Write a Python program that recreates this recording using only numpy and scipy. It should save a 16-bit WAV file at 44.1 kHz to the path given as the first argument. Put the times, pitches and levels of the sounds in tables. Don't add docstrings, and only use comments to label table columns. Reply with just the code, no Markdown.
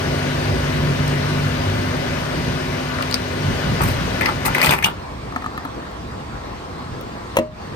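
import sys
import numpy as np
from scipy import signal
from scipy.fft import rfft, irfft, next_fast_len
from scipy.io import wavfile
from scipy.ndimage import uniform_filter1d, map_coordinates

SR = 44100
rng = np.random.default_rng(int(sys.argv[2]) if len(sys.argv) > 2 else 0)


def int16_out(signal):
    q = np.round(np.clip(np.atleast_2d(signal).T, -1, 1) * 32767)
    wavfile.write(sys.argv[1], SR, q.astype(np.int16))


N = 342020


def amp(db):
    return 10 ** (np.asarray(db) / 20)


def unit(x):
    return x / np.sqrt(np.mean(x ** 2) + 1e-20)


def along(points, hz, axis=1):
    table = np.transpose(points)
    return np.interp(np.log(hz + 1), np.log(table[0] + 1), table[axis])


def curves(rows):
    time_s, *columns = np.transpose(rows)
    return [np.interp(np.arange(N) / SR, time_s, column, -120, -120) for column in columns]


def ramp(start_s, lasts_s):
    return np.clip((np.arange(N) / SR - start_s) / lasts_s, 0, 1)


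def wobble(rate_hz):
    coarse = np.arange(0, N + 16, 16)
    knots = rng.standard_normal(int(N * rate_hz / SR) + 4)
    return np.interp(np.arange(N), coarse, map_coordinates(knots, [coarse * rate_hz / SR]))


def filtered(x, response):
    m = next_fast_len(N + SR // 2)
    return irfft(rfft(x, m) * response(np.fft.rfftfreq(m, 1 / SR)), m)[..., :N]


def band(lo_hz, hi_hz):
    return lambda f: (1j * f / lo_hz / (1 + 1j * f / lo_hz) / (1 + 1j * f / hi_hz)) ** 2


# (frequency [Hz], likeness [0-1], phase lead of left [rad])
STEREO_LIKENESS = [(40, .9, 0), (100, .93, .2), (250, .86, .55), (500, .64, 1.4), (800, .6, 2.3),
                   (1100, .3, 1.7), (8500, .25, 1.6), (9900, .99, 3.14), (11400, .99, 3.14),
                   (12200, .99, 0), (14600, .99, 0), (15400, .97, -3.1)]
# (frequency [Hz], left over right [dB])
HAND_SHADOW = [(100, -2.5), (700, 3), (2000, 10), (2900, 2.5), (5200, 19.5), (8600, 5.5), (10000, 11.5)]


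def stereo(pair, spectrum, shade):
    def mix(hz):
        alike = along(STEREO_LIKENESS, hz)
        turn = np.exp(.5j * along(STEREO_LIKENESS, hz, axis=2))
        lean = amp(shade * along(HAND_SHADOW, hz) * (hz < 10000) / 2)
        gain = amp(along(spectrum, hz)) / np.sqrt(lean ** 2 + lean ** -2)
        return gain * np.array([lean * turn, alike / lean / turn, np.sqrt(1 - alike ** 2) / lean])
    left, shared, own = filtered(pair[[0, 0, 1]], mix)
    return np.array([left, shared + own])


def rush(levels_db, spectrum, shade, ripple_db, patchy_db, lumpy_db, throb):
    z = signal.stft(rng.standard_normal((2, N)), nperseg=512)[2]
    patches = rng.standard_normal(z.shape[1:])
    patches = uniform_filter1d(uniform_filter1d(patches, 6, 0), 12, 1)
    pair = signal.istft(z * amp(patchy_db * unit(patches)), nperseg=512)[1][:, :N]

    ripple = rng.standard_normal(SR // 40)
    pair = filtered(pair, lambda f: amp(ripple_db * map_coordinates(ripple, [f / 25]) * (f > 300)))

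    sound = stereo(pair * throb, spectrum, shade)
    low = filtered(sound, lambda f: 1 / (1 + (f / 230) ** 6))
    high = filtered(sound, lambda f: 1 - 1 / (1 + (f / 2700) ** 6))
    body = sound - low - high
    lumps = amp(lumpy_db * wobble(14))
    low_db, body_db, high_db = levels_db
    return amp(low_db) * unit(low * lumps) + amp(body_db) * unit(body) + amp(high_db) * unit(high)


def tone(hz, waver_db, drift_rad, lead_rad):
    phase = 2 * np.pi * hz * np.arange(N) / SR + drift_rad * wobble(9) + rng.uniform(0, 7.3)
    return unit(amp(waver_db * wobble(15)) * np.sin([phase + lead_rad / 2, phase - lead_rad / 2]))


# (time [s], body level [dB], rumble level [dB])
PUMP_LEVELS = [(0, -25, -29), (.5, -25.5, -26.5), (1.34, -25.5, -25), (2.7, -27, -28.5), (3.3, -27.5, -30),
               (3.55, -25.5, -25.5), (4.2, -25.5, -28.5), (4.4, -28.5, -28), (4.72, -21.5, -38),
               (4.8, -40, -53)]
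# (time [s], level at second shaft order [dB], level at third shaft order [dB])
HUM_LEVELS = [(0, -30, -29), (.5, -28, -25.5), (1.2, -35, -22), (1.7, -26.5, -27.5), (2.2, -36, -34),
              (2.75, -40, -31.5), (3.3, -34, -43), (3.45, -28.5, -26.5), (4.2, -54, -55),
              (4.72, -52, -25.5), (4.8, -59, -48)]
# (frequency [Hz], level [dB])
WHINE_TONES = [(414.5, -43.5), (621, -43), (912, -51), (1472, -42.5), (1735, -48), (2010, -45), (2565, -48),
               (2695, -58), (2890, -50.5), (3336, -68)]
# (frequency [Hz], level per Hz [dB])
CABINET_SPECTRUM = [(30, -33), (55, -15), (90, -12.5), (170, -14), (200, -16.5), (310, -13.5), (550, -13),
                    (1000, -17.5), (1700, -17), (2800, -23), (4600, -24.5), (6400, -31.5), (7500, -39),
                    (8800, -34.5), (11000, -42), (15500, -47.5)]
SHAFT_HZ, VANE_HZ = 48.45, 253
VANE_OVER_BODY_DB, HISS_OVER_BODY_DB = -5.5, -8.5
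TURN_S, TURN_LASTS_S, VANE_TURNED_DB, WHINE_TURNED_DB = 3.36, 0.032, -4.5, 1


def pump():
    body_db, rumble_db = curves(PUMP_LEVELS)
    second_db, third_db = curves(HUM_LEVELS)
    turned = ramp(TURN_S, TURN_LASTS_S)

    hum = amp(second_db) * tone(2 * SHAFT_HZ, waver_db=2.5, drift_rad=0.4, lead_rad=.2)
    hum += amp(third_db) * tone(3 * SHAFT_HZ, waver_db=1.8, drift_rad=0.6, lead_rad=0.3)

    vane_db = body_db + VANE_OVER_BODY_DB + VANE_TURNED_DB * turned
    vane = amp(vane_db) * tone(VANE_HZ, waver_db=1.5, drift_rad=0.5, lead_rad=0.6)

    whine = sum(amp(db) * tone(hz, waver_db=2, drift_rad=1.2, lead_rad=0.82) for hz, db in WHINE_TONES)
    whine *= amp(body_db - body_db[0] + WHINE_TURNED_DB * turned)
    whine *= amp([[2.2], [-2.2]])

    throb = 1 + 0.026 * np.sin(2 * np.pi * SHAFT_HZ * np.arange(N) / SR)
    fuel = rush([rumble_db, body_db, body_db + HISS_OVER_BODY_DB], CABINET_SPECTRUM, shade=0.66,
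                ripple_db=2.0, patchy_db=1.0, lumpy_db=1.5, throb=throb)
    return hum + vane + whine + fuel


# (time [s], level [dB], knock [dB], treble [dB], favoured ring [Hz])
NOZZLE_CONTACTS = [(1.078, -28, -21, 2, 4400), (2.816, -44, -3, -9, 1950), (2.985, -21, -3, -30, 1510),
                   (3.008, -23, -6, -28, 1200), (3.0232, -11, -22, -13, 4400), (3.026, -18, -8, -24, 2830),
                   (3.111, -12, -13, -13, 4630), (3.125, -8.5, -16, -31, 5060), (3.142, 2, -23, -15, 4870),
                   (3.807, -19.5, 12, -27, 1500), (3.816, -21, 9, -5, 1080), (3.908, -34, -3, -19, 1340),
                   (4.2098, -12.5, -21, -14, 2040), (4.257, -10.5, -26, -16, 2030),
                   (4.259, -11.5, -22, -25, 4870), (4.4554, -13.5, -23, -10, 4030),
                   (4.477, -20, 7.5, -20, 920), (4.547, -9.5, -25, -11.5, 2100),
                   (4.591, -19.5, -10, -22, 2440), (4.602, -16, -18, -19, 2440),
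                   (4.615, -11, -18, -7, 4800), (4.6153, -10.5, -22, -24, 2060),
                   (4.628, -10, -12, -10, 2500), (4.636, -11.5, -4, -10, 2480),
                   (4.6445, -3, -3.5, -17, 3440), (4.659, -8, -20, -22, 4400), (4.669, -9, -5, -27, 2220),
                   (4.692, -2.5, -1.5, -25, 3500), (4.7076, -6, 0, -9, 2670), (4.722, -7.5, 2.5, -15, 2270),
                   (4.735, -6.5, 0, -28, 985), (4.825, -15.5, -17, -12, 2060), (4.838, -12, -11, -29, 2590),
                   (4.8412, -2.5, -31, -26, 5970), (4.8434, 0.5, -6.5, -15.5, 3030),
                   (4.858, -14.5, 1.5, -8, 940)]
# (start [s], length [s], level [dB], treble [dB], favoured ring [Hz])
HOLSTER_SLIDES = [(3.812, 0.096, -18.5, 3, 2170), (4.211, .012, -8.5, -16, 2040),
                  (4.264, 0.023, -9.5, -17, 1250), (4.449, 0.0078, -7, 3.5, 2160),
                  (4.553, 0.057, -16, -7, 2160), (4.63, 0.047, -11, 4.5, 2480),
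                  (4.701, 0.034, -7.5, -0.5, 2240), (4.773, 0.065, -20.5, -8, 2160),
                  (4.852, 0.036, -11.5, -8, 3420)]
# (frequency [Hz], level per Hz [dB])
STEEL_SPECTRUM = [(150, -2), (600, 5.5), (1000, 15.5), (2200, 11.5), (3500, 3.5), (7000, -6), (9000, 0.5),
                  (15500, -7.5)]
SNAP_DB = 12.5
RATTLE_T60_S, RATTLE_HZ, RATTLE_SHORTENS = 0.035, 2540, 0.53
NECK_UNTIL_S, NECK_DAMPS = 3.3, 2.2
SLIDE_ATTACK_S, SLIDE_RELEASE_DB_PER_S = 0.007, 452


def nozzle():
    t = np.arange(SR // 3) / SR
    f = np.fft.rfftfreq(len(t), 1 / SR)
    shake = np.zeros((2, N))

    def add(s, envelope, response):
        z = rfft(envelope * rng.standard_normal((2, len(t)))) * response
        strength = np.linalg.norm(envelope) * np.linalg.norm(response)
        z *= strength / np.linalg.norm(z, axis=1, keepdims=True)
        shake[:, round(s * SR):][:, :len(t)] += irfft(z, len(t)) * (t < t[-1] / 2)

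    for s, db, knock_db, treble_db, ring_hz in NOZZLE_CONTACTS:
        damp = NECK_DAMPS if s < NECK_UNTIL_S else 1
        t60_s = RATTLE_T60_S * (RATTLE_HZ / ring_hz) ** RATTLE_SHORTENS / damp
        rattle = amp(-60 * t / t60_s)
        snap = 2.2 * amp(-60 * t / 0.0051)
        onset = 1 - np.exp(-t / 0.0014)
        add(s, amp(db + SNAP_DB) * (rattle + snap) * onset, spout(f, ring_hz, knock_db, treble_db, damp))

    grit = unit(amp(5.5 * wobble(500) + 1.5 * wobble(60)))
    for s, length_s, db, treble_db, ring_hz in HOLSTER_SLIDES:
        release_db = SLIDE_RELEASE_DB_PER_S * np.clip(t - length_s, 0, 1)
        stroke = np.clip(t / SLIDE_ATTACK_S, 0, 1) * amp(db - release_db)
        scrape = amp(treble_db) * band(8300, 15300)(f)
        response = spout(f, ring_hz, knock_db=4.5, treble_db=-49) + scrape
        add(s, stroke * grit[round(s * SR):][:len(t)], response)
    return stereo(shake, STEEL_SPECTRUM, shade=0.79)


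# (frequency [Hz], width [Hz], level [dB])
SPOUT_MODES = [(153, 32, 10), (854, 170, 8), (1166, 52, 9), (1340, 42, 9), (1760, 51, 6.5),
               (2010, 110, -0.5), (2435, 190, -1.5), (2870, 180, -6), (3340, 140, -10), (3560, 160, -13),
               (4280, 110, -10), (4700, 150, -6), (4930, 170, -6.5), (6000, 110, -6), (8340, 45, 1),
               (14100, 280, -24)]
DETUNE = .012


def spout(f, ring_hz, knock_db, treble_db, damp=1):
    modes = 0
    for mode_hz, width_hz, db in SPOUT_MODES:
        near = 0.45 + 1.9 * np.exp(-(np.log(mode_hz / ring_hz) / 0.1) ** 2)
        size = near * amp(db - along(STEEL_SPECTRUM, mode_hz))
        c = mode_hz * rng.normal(1, DETUNE)
        w = width_hz * damp
        modes = modes + size * 1j * f * w / (c * c - f * f + 1j * f * w)

    favour = .5 + 1.08 * np.exp(-(np.log(f / ring_hz + 1e-9) / 0.3) ** 2)
    clank = band(.8 * max(ring_hz, 2000), 6000 / damp)(f) * 1.63 * damp * favour
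    knock = amp(knock_db) * band(120, 1600)(f)
    fizz = amp(treble_db) * 7 * band(7000, 20000)(f)
    return (0.22 / damp + modes) * (knock + clank + fizz)


def struck(s, ring_db, tick_db, modes, short_db):
    t = np.arange(SR // 2) / SR
    ring = 0
    for hz, db, t60_s in modes:
        is_long = t60_s > .1
        level_db = db + rng.normal(0, 2.4) + (ring_db if is_long else short_db)
        shifted_hz = hz * rng.normal(1, .004 if is_long else .03)
        ring = ring + amp(level_db - 60 * t / t60_s) * np.sin(2 * np.pi * shifted_hz * t)

    noise = rng.standard_normal(len(t) + 1)
    woolly = uniform_filter1d(noise[1:], size=9) - uniform_filter1d(noise[1:], size=60)
    crack = amp(short_db + 7.0 - 60 * t / 0.039) * woolly
    tick = amp(tick_db - 60 * t / 0.0059) * np.diff(uniform_filter1d(noise, size=2))

    out = np.zeros(N + SR)
    out[round(s * SR):][:len(t)] = ring * (1 - np.exp(-t / 0.00066)) + crack + tick
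    return out[:N]


# (time [s], level [dB], tick over level [dB])
CAP_CATCHES = [(5.323, -25, -25.5), (5.361, -13, -48), (5.422, -22, -28), (5.442, -21, -27),
               (5.461, -16.5, -80), (5.577, -17, -12), (5.651, -19, -11), (5.915, -31, -12),
               (6.2, -35, -20)]
# (frequency [Hz], level [dB], t60 [s])
PLASTIC_MODES = [(257, 4.5, 0.058), (730, -1.5, 0.1), (893, 3, 0.061), (1116, 3.5, 0.035),
                 (1254, 12.5, 0.034), (1750, 9.5, 0.024), (4100, -7, 0.0244)]


def cap():
    return sum(struck(s, db - 5, db + tick_db, PLASTIC_MODES, db - 11.0) for s, db, tick_db in CAP_CATCHES)


# (time [s], level [dB], long ring over level [dB], tick over level [dB])
FLAP_CONTACTS = [(7.011, -36, -11, 10), (7.358, -33, -21, -2), (7.369, -7.5, -30, -4),
                 (7.3867, -14, -1.5, -25)]
# (frequency [Hz], level [dB], t60 [s])
PANEL_MODES = [(120, -6.5, 0.11), (167, -13, 0.13), (234, -4, 0.19), (280, -4, 0.11), (325, 0, 0.11),
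               (426, -10, 0.23), (540, -3, 0.21), (547, 8, 0.032), (619, -2, 0.31), (950, 4.5, 0.018),
               (1410, -17, 0.02), (1870, -4, 0.027), (2860, -8, 0.039), (5580, -19, 0.024)]


def flap():
    return sum(struck(s, db + ring_db, db + tick_db, PANEL_MODES, db)
               for s, db, ring_db, tick_db in FLAP_CONTACTS)


# (frequency [Hz], t60 [s])
CANOPY_DECAY = [(200, 0.22), (2000, 0.21), (5000, 0.055), (10000, 0.059)]


def canopy(x):
    hz, t, z = signal.stft(rng.standard_normal((2, SR // 2)), SR, nperseg=256)
    decay = amp(-60 * t / along(CANOPY_DECAY, hz)[:, None])
    tail = signal.istft(z * decay, SR, nperseg=256)[1]
    delayed = np.pad(x, (300, 0))[None]
    return signal.fftconvolve(delayed, tail / np.linalg.norm(tail[0]), axes=1)[:, :N]


# (time [s], level [dB], half length [s])
RUMBLE_SWELLS = [(3.52, -24, 0.049), (3.717, -21, 0.043), (3.857, -17.5, 0.051), (4.072, -23.5, 0.16),
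                 (4.498, -21.5, 0.034), (4.69, -23.5, 0.035), (4.864, -28.5, 0.033), (6.924, -28.5, 0.062),
                 (7.706, -36.5, 0.062)]


def swells():
    t = np.arange(N) / SR
    size = sum(amp(db) * np.exp(-((t - s) / half_s) ** 2) for s, db, half_s in RUMBLE_SWELLS)
    # (frequency [Hz], level per Hz [dB])
    spectrum = [(30, -16), (55, -2.5), (90, 4.0), (170, -1.0), (300, -11.0), (600, -68)]
    low = stereo(rng.standard_normal((2, N)), spectrum, shade=0)
    return size * unit(low)


# (frequency [Hz], level per Hz [dB])
ROAD_SPECTRUM = [(30, -26), (50, -2), (90, -4), (170, -8.5), (300, -11.5), (550, -16.5), (1050, -14.5),
                 (1700, -23.5), (2700, -27.5), (4500, -28.5), (7400, -39.5), (8700, -38), (11000, -47.5),
                 (15500, -55)]
# (time of the deepest [s], depth [dB])
LEVEL_DIPS = [(7.5, -11.5)]
DIP_FALL_S, DIP_RISE_S = 0.12, .13
DIP_BASS, DIP_TREBLE = 0.45, 1
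TRAFFIC_FROM_S, TRAFFIC_RISE_S = 4.66, 0.05
RUMBLE_DB, TYRES_DB, FAR_HISS_DB = -35, -33.5, -47


def traffic():
    dip_db = sum(db * (ramp(s - DIP_FALL_S, DIP_FALL_S) - ramp(s, DIP_RISE_S)) for s, db in LEVEL_DIPS)
    levels_db = [RUMBLE_DB + DIP_BASS * dip_db, TYRES_DB + dip_db, FAR_HISS_DB + DIP_TREBLE * dip_db]
    road = rush(levels_db, ROAD_SPECTRUM, shade=0.053, ripple_db=1.5, patchy_db=1.5, lumpy_db=-1.0, throb=1)
    return ramp(TRAFFIC_FROM_S, TRAFFIC_RISE_S) * road


def scene():
    close, steel = cap() + flap(), nozzle()
    lean = amp([[1.2], [-1.2]])
    lead_s = np.array([[.0001], [-.0001]])
    knocks = filtered(close, lambda f: lean * np.exp(2j * np.pi * f * lead_s))
    answers = amp(-18.0) * canopy(close) + amp(-13.0) * canopy(steel[0])
    return pump() + steel + knocks + answers + swells() + traffic()


TOP_HZ = 16100


def record(dry):
    soft = dry / (1 + np.abs(dry / .95) ** 6) ** (1 / 6)
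    return filtered(soft, lambda hz: hz < TOP_HZ)


dry = scene()
out = record(dry)
int16_out(out)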